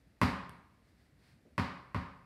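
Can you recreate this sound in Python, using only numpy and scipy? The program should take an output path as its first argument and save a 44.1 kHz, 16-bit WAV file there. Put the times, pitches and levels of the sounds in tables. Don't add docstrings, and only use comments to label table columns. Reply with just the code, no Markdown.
import sys
import numpy as np
from scipy import signal
from scipy.fft import rfft, irfft
from scipy.io import wavfile

SR = 44100
rng = np.random.default_rng(int(sys.argv[2]) if len(sys.argv) > 2 else 0)


def wav_record(signal):
    frames = np.transpose(np.atleast_2d(signal))
    bounded = np.clip(frames, -1, 1)
    quanta = np.round(bounded * 32767).astype(np.int16)
    wavfile.write(sys.argv[1], SR, quanta)


N = 99225
T = np.arange(SR) / SR

# t/s, knock/dB, thump/dB, upper thump/dB, presence/dB, sparkle/dB
BOUNCES = [(0.2149, -1, -2, 0.5, 1.5, 1.5), (1.5797, -6, -6.5, -2.5, 2.5, -3),
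           (1.9456, -11, -7.5, -6, -2, -7)]
# f/Hz, level/dB, t60/s
SHELL_MODES = [(554, -30.5, 0.043), (850, -23.5, 0.012), (1134, -16, 0.018), (1559, -13.5, 0.0027),
               (2110, -14.5, 0.0041), (2720, -25.5, 0.00322)]
# f/Hz, level/dB
SNAP_SPECTRUM = [(100, -47), (600, -25), (1600, -4), (3000, -5), (4800, -0.5), (6500, -13), (8700, -6.5),
                 (12000, -15.5), (16000, -24)]
# f/Hz, level/dB
THUMP_SPECTRUM = [(20, -34.5), (45, -19), (75, 13.5), (130, 3.5), (250, 3), (400, -5.5), (700, -19),
                  (1400, -42.5), (8000, -97)]
# delay/s, knock/dB, thump/dB
ECHOES = [(.002, -2, -12), (.0066, -8.5, 3.5), (.0169, -10.5, 7.5), (.0182, -5, 0), (0.0278, -21.5, -5),
          (.0392, -20.5, -10.5)]
# f/Hz, level/dB
RING_SPECTRUM = [(150, -30), (330, -9), (400, -5), (470, -8.5), (560, -4.5), (660, -10), (850, -5),
                 (1080, 1.5), (1350, -5), (1900, -6.5), (2500, -11), (3200, -18.5), (4700, -18),
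                 (6300, -31.5), (8800, -33), (12000, -35), (16000, -40.5)]
# f/Hz, level/dB
BOOM_SPECTRUM = [(20, -29.5), (48, -1.5), (75, -1), (110, -4.5), (150, 0.5), (190, 5.5), (220, -0.5),
                 (260, 1.5), (340, -10), (800, -65.5), (4000, -70.5)]
# f/Hz, t60/s
ROOM_T60 = [(60, 0.96), (250, 0.65), (1000, 0.74), (2000, 0.69), (4500, 0.57), (8000, 0.51), (15000, 0.28)]
# f/Hz, level/dB, t60/s
ROOM_MODES = [(76.6, -28.5, 0.4), (99.4, -34, 0.37), (127.4, -43, 1), (131, -42.5, 0.64), (175.8, -31, 0.5),
              (192.2, -31.5, 0.48), (246, -24.5, 0.3), (273.5, -32, .5), (400, -49.5, 0.82),
              (567, -44, 0.53), (748, -42.5, 0.54), (947, -43.5, 0.78), (1045, -44, 0.82),
              (1053.4, -41, 0.75), (1071, -46, 0.47), (1221, -42.5, 0.84), (1314, -47, 0.37),
              (1486, -49, 0.25), (1524, -44, 0.32), (1900, -49, 0.37), (2210, -52, 0.77)]
# t/s, click/dB, pat/dB
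CATCH = [(0.4947, -34, -24)]
# f/Hz, level/dB
CLICK_SPECTRUM = [(200, -14), (1500, 0), (3000, 1), (4300, 1.5), (6500, -17), (7700, -13), (8600, -3.5),
                  (12000, -10), (16000, -28)]
# t/s, level/dB, upper edge/Hz
STEPS = [(0.059, -33.5, 230), (.935, -38.5, 258), (0.991, -57, 110), (1.117, -32, 215),
         (1.251, -37.5, 200.4), (1.303, -31, 157), (1.446, -30.5, 574), (1.508, -36, 260)]
# centre t/s, width/s, level/dB
SWISHES = [(0.882, 0.042, -77), (1.02, 0.068, -76.5), (1.28, 0.077, -70)]
# f/Hz, level/dB
CLOTH_SPECTRUM = [(200, -1), (900, -4.5), (2100, 2), (3100, -9), (4500, -2), (6500, -17), (8800, -13.5),
                  (15000, -24)]
# f/Hz, level/dB
TONE_SPECTRUM = [(20, -32.5), (35, -10), (60, 5), (110, -3.5), (250, -4.5), (400, -13), (650, -15.5),
                 (1000, -23), (2000, -19.5), (3100, -28), (4600, -27.5), (6500, -35), (9000, -34),
                 (14000, -39), (15500, -52.5)]

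RING_RISE_S, BOOM_RISE_S = 0.003, 0.005


def ball_impact(snap_db=-21, thump_db=-5.5):
    knock = ring(SHELL_MODES, alternate=True) + amp(snap_db) * pulse(SNAP_SPECTRUM)
    thump = amp(thump_db) * pulse(THUMP_SPECTRUM)
    return knock, thump


def echoes_and_modes(knock, thump, split_hz=300, wait_s=0.005, rise_s=0.0026):
    high = knock.copy()
    low = amp(4) * thump
    for delay_s, knock_db, thump_db in ECHOES:
        add(high, delay_s, amp(knock_db) * knock)
        add(low, delay_s, amp(thump_db) * thump)
    build = 1 - np.exp(-T / rise_s)
    add(low, wait_s, build * ring([m for m in ROOM_MODES if m[0] < split_hz]))
    add(high, wait_s, build * ring([m for m in ROOM_MODES if m[0] >= split_hz]))
    return high, low


def bounces(shared_energy=0.66, ring_db=2.5, boom_db=-3):
    out = np.zeros(N)
    knock, thump = echoes_and_modes(*ball_impact())
    shared = tail(RING_SPECTRUM, RING_RISE_S)
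    for t_s, knock_db, thump_db, upper_db, presence_db, sparkle_db in BOUNCES:
        fresh = tail(RING_SPECTRUM, RING_RISE_S)
        diffuse = np.sqrt(shared_energy) * shared + np.sqrt(1 - shared_energy) * fresh
        boom = tail(BOOM_SPECTRUM, BOOM_RISE_S)
        bright = colour(knock + amp(ring_db) * diffuse, [(1210, 0), (4620, presence_db), (13200, sparkle_db)])
        dull = colour(thump + amp(boom_db) * boom, [(127, 0), (260, upper_db)])
        add(out, t_s, amp(knock_db) * bright + amp(thump_db) * dull)
    return out


def catch(click_decay_s=0.00024, room_db=-4):
    out = np.zeros(N)
    for t_s, click_db, pat_db in CATCH:
        burst = rng.standard_normal(SR) * np.exp(-T / click_decay_s)
        click = unit(colour(burst, CLICK_SPECTRUM)) + amp(room_db) * tail(CLICK_SPECTRUM, RING_RISE_S)
        pat = pulse(THUMP_SPECTRUM) + tail(BOOM_SPECTRUM, BOOM_RISE_S)
        add(out, t_s, amp(click_db) * click + amp(pat_db) * pat)
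    return out


def steps(rise_s=0.006, t60_s=0.25, low_hz=66.9):
    out = np.zeros(N)
    envelope = (1 - np.exp(-T / rise_s)) * amp(-60 * T / t60_s)
    for t_s, level_db, edge_hz in STEPS:
        band = signal.butter(5, [low_hz, edge_hz], "band", fs=SR, output="sos")
        thud = signal.sosfilt(band, envelope * rng.standard_normal(SR))
        add(out, t_s, amp(level_db) * unit(thud))
    return out


def clothes():
    t = np.arange(N) / SR
    swell = sum(amp(db) * np.exp(-((t - centre_s) / width_s) ** 2) for centre_s, width_s, db in SWISHES)
    noise = colour(rng.standard_normal(N), CLOTH_SPECTRUM)
    return swell * noise / noise.std()


def room_tone(level_db=-68):
    gain = amp(lookup(TONE_SPECTRUM, np.fft.rfftfreq(N, 1 / SR)))
    noise = irfft(rfft(rng.standard_normal(N)) * gain, N)
    return amp(level_db) * noise / noise.std()


def tail(spectrum, rise_s):
    f_hz, t_s, bins = signal.stft(rng.choice([-1., 1.], SR), SR, nperseg=256)
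    decay = amp(-60 * t_s / lookup(ROOM_T60, f_hz)[:, None])
    dying = signal.istft(bins * decay, SR, nperseg=256)[1][:SR]
    return unit(colour(dying * (1 - np.exp(-T / rise_s)), spectrum))


def ring(modes, alternate=False):
    signs = (-1) ** (np.arange(len(modes)) * alternate)
    return sum(sign * amp(db - 60 * T / t60_s) * np.sin(2 * np.pi * f_hz * T)
               for sign, (f_hz, db, t60_s) in zip(signs, modes))


def pulse(spectrum):
    return unit(colour(1. * (T == 0), spectrum))


def colour(x, spectrum):
    f_hz = abs(np.fft.fftfreq(8192, 1 / SR))
    log_gain = np.log(amp(lookup(spectrum, f_hz)))
    taps = np.fft.ifft(np.exp(np.conj(signal.hilbert(log_gain)))).real
    return signal.fftconvolve(x, taps[:len(taps) // 2])[:len(x)]


def lookup(points, f_hz):
    knots_hz, values = np.transpose(points)
    return np.interp(np.log(f_hz + 1), np.log(knots_hz + 1), values)


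def amp(db):
    return 10 ** (np.asarray(db) / 20)


def unit(x):
    return x / np.sqrt(np.sum(x ** 2) + 1e-20)


def add(mix, t_s, sound):
    part = mix[round(t_s * SR):][:len(sound)]
    part += sound[:len(part)]


def scene():
    return (bounces() + catch() + steps() + clothes() + room_tone())[None]


def record(dry):
    thinned = signal.sosfilt(signal.butter(2, 34, "high", fs=SR, output="sos"), dry)
    lowpass = signal.firwin(511, 15800, window=("kaiser", 9), fs=SR)
    return signal.oaconvolve(thinned, lowpass[None], "same")


dry = scene()
out = record(dry)
wav_record(out)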